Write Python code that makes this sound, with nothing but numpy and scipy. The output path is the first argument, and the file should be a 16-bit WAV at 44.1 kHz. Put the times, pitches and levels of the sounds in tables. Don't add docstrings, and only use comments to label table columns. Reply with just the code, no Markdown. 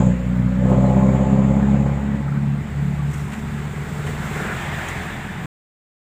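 import sys
import numpy as np
from scipy import signal
from scipy.fft import rfft, irfft, next_fast_len
from scipy.io import wavfile
from scipy.ndimage import uniform_filter1d, map_coordinates

SR = 44100
rng = np.random.default_rng(int(sys.argv[2]) if len(sys.argv) > 2 else 0)


def rack_gain(trim_db):
    fader = np.asarray(trim_db, float)
    return 10 ** (fader / 20)


def unload_wav(signal):
    wavfile.write(
        sys.argv[1],
        SR,
        np.round(np.clip(np.atleast_2d(signal).T, -1, 1) * 32767).astype(np.int16),
    )


N = 269451


def unit(x):
    return x / np.sqrt(np.mean(x ** 2) + 1e-20)


def curves(rows):
    knot_s, *columns = np.transpose(rows)
    return [np.interp(np.arange(N) / SR, knot_s, column) for column in columns]


def wobble(rate_hz):
    knots = rng.standard_normal(int(N * rate_hz / SR) + 4)
    return map_coordinates(knots, [np.arange(N) * rate_hz / SR])


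def bump(centre_s, half_width_s):
    return np.exp(-((np.arange(N) / SR - centre_s) / half_width_s) ** 2)


def filtered(x, response):
    m = next_fast_len(N + SR // 2)
    return irfft(rfft(x, m) * response(np.fft.rfftfreq(m, 1 / SR)), m)[:N]


def rush(spectrum, patchy_db):
    z = signal.stft(rng.standard_normal(N + 512), nperseg=512)[2]
    field = uniform_filter1d(rng.standard_normal(z.shape), 5, 0)
    field = uniform_filter1d(field, 10, 1)
    noise = signal.istft(z * rack_gain(patchy_db * unit(field)), nperseg=512)[1][:N]
    f, db = np.transpose(spectrum)

    def colour(hz):
        return rack_gain(np.interp(np.log(hz + 1), np.log(f), db, left=-120, right=-120))

    return unit(filtered(noise, colour))


def orders(turns, table, fade_db, drift_rad):
    total = np.zeros(N)
    for k, db in table:
        fade = rack_gain(db + fade_db * wobble(14))
        phase = k * (2 * np.pi * turns + drift_rad * wobble(10))
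        lag = 1.7 * k + .15 * k * k + .3 + .35 * wobble(3)
        total += fade * np.cos(phase - lag)
    return -unit(total)


# delay/s, level/dB
WALLS = [
    (.0047, -8),
    (.0093, -10),
    (.021, -11),
    (.037, -13),
]


def bark(turns, modes, pattern_db, scatter_db, puff):
    firing, part = turns.astype(int), turns % 1
    count = firing[-1] + 1
    strength_db = np.resize(pattern_db, count) + scatter_db * rng.standard_normal(count)
    size = rack_gain(strength_db)[firing]
    pulses = size * np.diff(firing, prepend=0)
    puffs = size * (.14 + 10 * part * np.exp(-6 * part)) * rng.standard_normal(N)

    def pipe(f):
        total = 0
        for k, (centre_hz, width_hz, db) in enumerate(modes):
            damping = 1j * f * width_hz
            total = total + (-1) ** k * rack_gain(db) * damping / (centre_hz ** 2 - f * f + damping)
        return total ** 2

    def pipe_and_walls(f):
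        return pipe(f) * (1 + sum(rack_gain(db) * np.exp(-2j * np.pi * f * s) for s, db in WALLS))

    return unit(unit(filtered(pulses, pipe)) + puff * unit(filtered(puffs, pipe_and_walls)))


# t/s, distance loss level/dB, clear view past the houses/0-1
PATH = [(0, -2.5, 0.99), (.07, -0.5, 0.63), (.18, -2, 0.24), (.56, -2, 0.25), (.64, -1, 0.52), (.72, -2, 1),
        (.79, -1, 0.81), (1.2, -.5, 0.76), (1.9, -1, 0.62), (2.05, -2, 0.46), (2.5, -5, 0.24),
        (2.8, -3, .3), (3.3, -8.5, 0.32), (3.7, -14, 0.43), (4.2, -12, .42), (4.6, -15, 0.2),
        (5, -24.5, 0.6), (5.45, -25, 0.52)]
# t/s, order/multiple, depth/dB, half width/s
NULLS = [(.2, 2, 13, .07), (0.331, 2, 8, .03), (.54, 2, 8, 0.06), (1.26, 2, 4.5, 0.097),
         (1.62, 2, 6.5, 0.067), (2.029, 2, 10.5, 0.086), (2.18, 2, 11, 0.024), (2.68, 2, 14, 0.062),
         (3.13, 2, 5, 0.03), (3.39, 2, 12, 0.094), (4.54, 2, 19, 0.082), (4.92, 2, 19, 0.13),
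         (.22, 3, 8, .06), (.54, 3, 3, 0.029), (.91, 3, 5.5, 0.041), (1.15, 3, 5.5, .05),
         (1.259, 3, 9, 0.032), (1.47, 3, 2, 0.077), (1.67, 3, 3.5, 0.035), (1.95, 3, 10.5, 0.12),
         (2.272, 3, 15, 0.064), (2.74, 3, 14.5, 0.15), (3.0, 3, 10, .12), (3.19, 3, 16, .08),
         (3.9, 3, 20, 0.14), (1.36, 1, 4.5, .1), (2.06, 1, 2, .05), (2.33, 1, 8, 0.045),
         (2.6, 1, 4.5, 0.42), (3.35, 1, 7, .07)]


def heard(part, order=0):
    close_db, db_per_db, hidden_db = part
    loss_db, view = curves(PATH)
    nulls_db = sum(depth_db * bump(s, width_s) for s, k, depth_db, width_s in NULLS if round(k) == order)
    return close_db + db_per_db * loss_db - hidden_db * (1 - view) - nulls_db


# t/s, f/Hz
FIRING_RATE = [(0, 61.97), (.3, 60.7), (.67, 63.35), (1.1, 65.63), (1.84, 69.18), (2.63, 70.96),
               (3.3, 72.34), (4.1, 73.61), (5.5, 75.12)]
# f/firing rate, level/dB
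FIRST = [(1, 0)]
SECOND = [(2, 1.5), (1.75, -17.5), (2.25, -15.5)]
HALF = [(2.5, 0)]
THIRD = [(3, 5), (2.5, -5.5), (2.82, -8), (3.25, -6)]
FOURTH = [(4, -1.5), (4.25, -14)]
UPPER = [(5, -6.5), (6, -3), (5.2, -14), (5.8, -12)]
# f/Hz, width/Hz, level/dB
PIPE = [(409, 110, -7.5), (512.7, 49.4, 2.5), (588, 77, -0.5), (706.5, 53.5, -1), (854, 104, -2),
        (1010, 130, -3.5), (1230, 240, -8.5)]
CYLINDERS = [1.5, -2.5, 0, -1.5]
# f/Hz, level/dB
FAN_COLOUR = [(5000, -44.5), (6200, -12), (6900, 0.5), (7700, -1), (8600, -23.5), (10000, -45.5)]
# t/s, level/dB
DULLING = [(.6, 3.5), (1.5, 1), (1.8, -2.5), (2.2, -2.5), (2.7, -8.5)]
# level close by/dB, growth/dB per dB of distance, loss when hidden/dB
HEARD_FIRST, HEARD_SECOND, HEARD_THIRD = (-22.5, 0.99, 3.7), (-17, 0.81, 2.4), (-13.5, 1.61, 3.8)
HEARD_BARK, HEARD_RASP, HEARD_FAN = (-21.5, 1.5, 19.6), (-25, 0.58, 30), (-49.5, 2.2, 14.4)
FAN_FACING_DB, FAN_FACING_S = 7, 0.22


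def leaving_engine():
    turns = np.cumsum(curves(FIRING_RATE)[0]) / SR
    second_db, third_db = heard(HEARD_SECOND, order=2), heard(HEARD_THIRD, order=3)
    bark_db, rasp_db = heard(HEARD_BARK), heard(HEARD_RASP)
    near_db = curves(DULLING)[0]

    boom = rack_gain(heard(HEARD_FIRST, order=1)) * orders(turns, FIRST, fade_db=.8, drift_rad=.06)
    boom += rack_gain(second_db) * orders(turns, SECOND, fade_db=1, drift_rad=.08)
    boom += rack_gain(third_db) * orders(turns, THIRD, fade_db=1.2, drift_rad=.08)
    fourth_db = 0.64 * third_db + 0.18 * bark_db - 13.5 + near_db
    boom += rack_gain(fourth_db) * orders(turns, FOURTH, fade_db=1.2, drift_rad=.06)
    boom += rack_gain(rasp_db - 2 + 0.1 * near_db) * orders(turns, UPPER, fade_db=2.5, drift_rad=.05)
    boom += rack_gain(second_db - 19 - .8 * near_db) * orders(turns, HALF, fade_db=7.5, drift_rad=0.072)

    low = bark(turns, PIPE[:3], CYLINDERS, scatter_db=1.2, puff=1.05)
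    rasp = bark(turns, PIPE[3:], CYLINDERS, scatter_db=1, puff=1.15)

    fan_db = heard(HEARD_FAN) + 2.0 + FAN_FACING_DB * bump(0, FAN_FACING_S)
    throb = 1 + 0.092 * np.cos(2 * np.pi * turns)
    fan = rack_gain(fan_db) * throb * rush(FAN_COLOUR, patchy_db=-1.0)
    return boom + rack_gain(bark_db - 1.5 + 0.93 * near_db) * low + rack_gain(rasp_db) * rasp + fan


# f/firing rate, level/dB
PASSER_ORDERS = [(1, -4.5), (2, 0), (3, 0.5), (4, -5.5), (6, -23), (8, -12)]
# f/Hz, width/Hz, level/dB
PASSER_PIPE = [(340, 90, -5), (440, 90, 0), (527, 53, -1), (776, 290, -7)]
# t/s, bark level/dB, boom gain/dB, half width/s
BLIPS = [
    (3.82, -44, -1, 0.18),
    (4.09, -38, 3, .07),
    (4.43, -37.5, -2, .12),
    (5.1, -47, 0, .12),
]
# f/Hz, level/dB per Hz
TYRES = [(260, -25), (450, -22.5), (507, -15), (603, -3.5), (774, 0.5), (1340, -7.5), (1780, 4),
         (3130, -10.5), (3530, -11), (4530, -30), (6000, -28.5), (7800, -46), (13200, -120)]
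# f/Hz, level/dB
EARLY_TYRES = [(700, -23), (1150, -9.5), (1400, 0), (1700, -0.5), (2100, -10), (3000, -20)]
PASSER_HZ, SAG_HZ = 43.16, 3.1
ABREAST_S, CROSS_S = 4.65, .8
BOOM_DB, TYRES_DB, IDLE_BARK_DB = -37, -31.5, -51.5
EMERGE_S, EMERGE_RISE_S, SCREEN_DB = 4.36, 0.051, 18
ARRIVE_S, ARRIVE_DB_PER_S = 3.4, 11


def passing_engine():
    t = np.arange(N) / SR
    rate_hz = PASSER_HZ - SAG_HZ * np.tanh((t - ABREAST_S) / (1.3 * CROSS_S))
    turns = np.cumsum(rate_hz) / SR
    afar_db = ARRIVE_DB_PER_S * np.maximum(ARRIVE_S - t, 0)
    near_db = -10 * np.log10(1 + ((t - ABREAST_S) / CROSS_S) ** 2) - afar_db

    boom_db = BOOM_DB + 4 + 1.6 * near_db
    rasp = rack_gain(IDLE_BARK_DB + 0.96 * near_db)
    for s, bark_db, gain_db, width_s in BLIPS:
        boom_db = boom_db + gain_db * bump(s, width_s)
        rasp = rasp + rack_gain(bark_db) * bump(s, width_s)
    boom = rack_gain(boom_db) * orders(turns, PASSER_ORDERS, fade_db=1.9, drift_rad=0.1)
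    exhaust = rasp * bark(turns, PASSER_PIPE, [5, -5], scatter_db=-1, puff=0.36)

    screen_db = SCREEN_DB * (1 - np.tanh((t - EMERGE_S) / EMERGE_RISE_S)) / 2
    roar_db = TYRES_DB + 2.5 * near_db * (t > EMERGE_S) - screen_db - afar_db
    gone = np.interp(t, [4.5, 4.7], [0, 1])
    tyres = np.sqrt(gone) * rush(TYRES, patchy_db=1.65)
    tyres += np.sqrt(1 - .9 * gone) * 1.23 * (1 - gone) * rush(EARLY_TYRES, patchy_db=0.0)
    return boom + exhaust + rack_gain(roar_db) * tyres


# t/s, level/dB, rise/s, t60/s, brightness/dB
RUSTLES = [(.693, -42.5, 0.0017, 0.096, 5), (3.06, -38.5, .1, 1.1, 6.5), (3.132, -42, 0.0041, 0.11, 6),
           (3.315, -32, 0.012, 0.22, -5), (3.385, -52, .005, 0.093, 12), (3.72, -39, 0.027, .25, 0),
           (4.06, -32, 0.0058, 0.34, -1.5), (4.33, -29, .04, 0.44, 0.5), (4.884, -33, .001, .08, 10),
           (4.95, -42.5, .01, .1, 13), (5.02, -43, .003, 0.068, 13)]
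# f/Hz, level/dB
CLOTH = [(300, -28), (800, -4), (2000, 4), (3500, -11.5), (5000, -19.5), (8000, -12.5), (11000, -26.5),
         (15500, -25)]


def rustles():
    t, dull, bright = np.arange(N) / SR, np.zeros(N), np.zeros(N)
    for s, db, rise_s, t60_s, bright_db in RUSTLES:
        since = np.maximum(t - s, 0)
        shape = rack_gain(db - 60 * since / t60_s) * (1 - np.exp(-since / rise_s))
        dull += shape
        bright += shape * rack_gain(bright_db - 11.0)
    grain = rack_gain(2.5 * wobble(400))
    return grain * (dull * rush(CLOTH[:5], patchy_db=-0.5) + bright * rush(CLOTH[4:], patchy_db=0.3))


# t/s, length/s, f/Hz, level/dB, breath width/Hz
PEEPS = [(0.0, .04, 3200, -48, 60), (.835, .06, 4050, -53, 300), (1.06, .06, 2250, -39, 250),
         (1.84, .48, 1950, -47, 220), (1.98, .12, 1470, -44, 350), (2.27, .026, 1290, -35, 150),
         (2.27, .022, 1520, -38, 200), (2.318, .016, 1370, -35, 200), (2.358, .02, 1300, -37, 200),
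         (2.36, .026, 1520, -37, 250), (2.396, .014, 1450, -39, 300), (2.965, .06, 1150, -39, 40),
         (3.14, .05, 1490, -40, 150), (3.32, .05, 2000, -41, 600), (3.19, .12, 1600, -45, 400),
         (2.97, .02, 11500, -62, 300), (3.02, .02, 11500, -62, 300), (3.08, .02, 11300, -63, 300)]


def peeps():
    out = np.zeros(N)
    for s, length_s, hz, db, width_hz in PEEPS:
        n = int(length_s * SR)
        breath = unit(1.1 + wobble(width_hz)[:n])
        tone = np.sin(2 * np.pi * hz * np.arange(n) / SR)
        out[int(s * SR):][:n] += rack_gain(db) * breath * np.hanning(n) ** .5 * tone
    return out


# t/s, level/dB
ROAD = [(0, 2.5), (.4, 1.5), (.9, 3.5), (1.5, 0.5), (2.2, 2), (3, 6.5), (3.35, 8), (3.8, 10), (4.35, 15.5),
        (4.9, 14.5), (5.3, 9)]
# f/Hz, level/dB per Hz
ROAR = [(160, -32.5), (280, -10), (367, -13), (427, -6.5), (462, -18.5), (505, -12.5), (781, -9),
        (854, -9.5), (2070, -11.5), (6000, -40.5), (7800, -70.5), (13200, -120)]
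HISS = [(2060, -24.5), (3500, -0.5), (4220, -8.5), (4840, -10), (5870, -11), (7530, -1), (10600, -17.5),
        (13500, -15.5), (14900, -11), (15500, -11)]
RUMBLE = [(12, -38), (20, -13), (65, -4), (145, 2.5), (201, 2.5), (285, -10.5), (450, -13), (580, -47.5),
          (990, -120)]
HISS_DB, FAR_ROAR_DB, NEAR_ROAR_DB = -59, -41, -32.5
ROAR_GROWS = 2.06


def road():
    near_db, = curves(ROAD)
    view = curves(PATH)[1]
    far_level = rack_gain(FAR_ROAR_DB + 3.84 * view)
    near_level = rack_gain(NEAR_ROAR_DB + ROAR_GROWS * (near_db - near_db.max()))
    roar = np.hypot(far_level, near_level) * rack_gain(0.19 * wobble(26)) * rush(ROAR, patchy_db=1.6)
    hiss = rack_gain(HISS_DB + near_db + 0.64 * wobble(20)) * rush(HISS, patchy_db=0.7)
    rumble = rack_gain(-32.5 + .7 * wobble(6)) * rush(RUMBLE, patchy_db=.8)
    return roar + hiss + rumble


def scene():
    return (leaving_engine() + passing_engine() + rustles() + peeps() + road())[None]


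def band_limit(x):
    return signal.sosfilt(signal.butter(12, 16740, fs=SR, output="sos"), x)


CUT_S = 5.4584


def record(dry):
    opening = np.minimum(np.arange(N) / 60, 1)
    gate = opening * (np.arange(N) < CUT_S * SR)
    return band_limit(dry * gate)


dry = scene()
out = record(dry)
unload_wav(out)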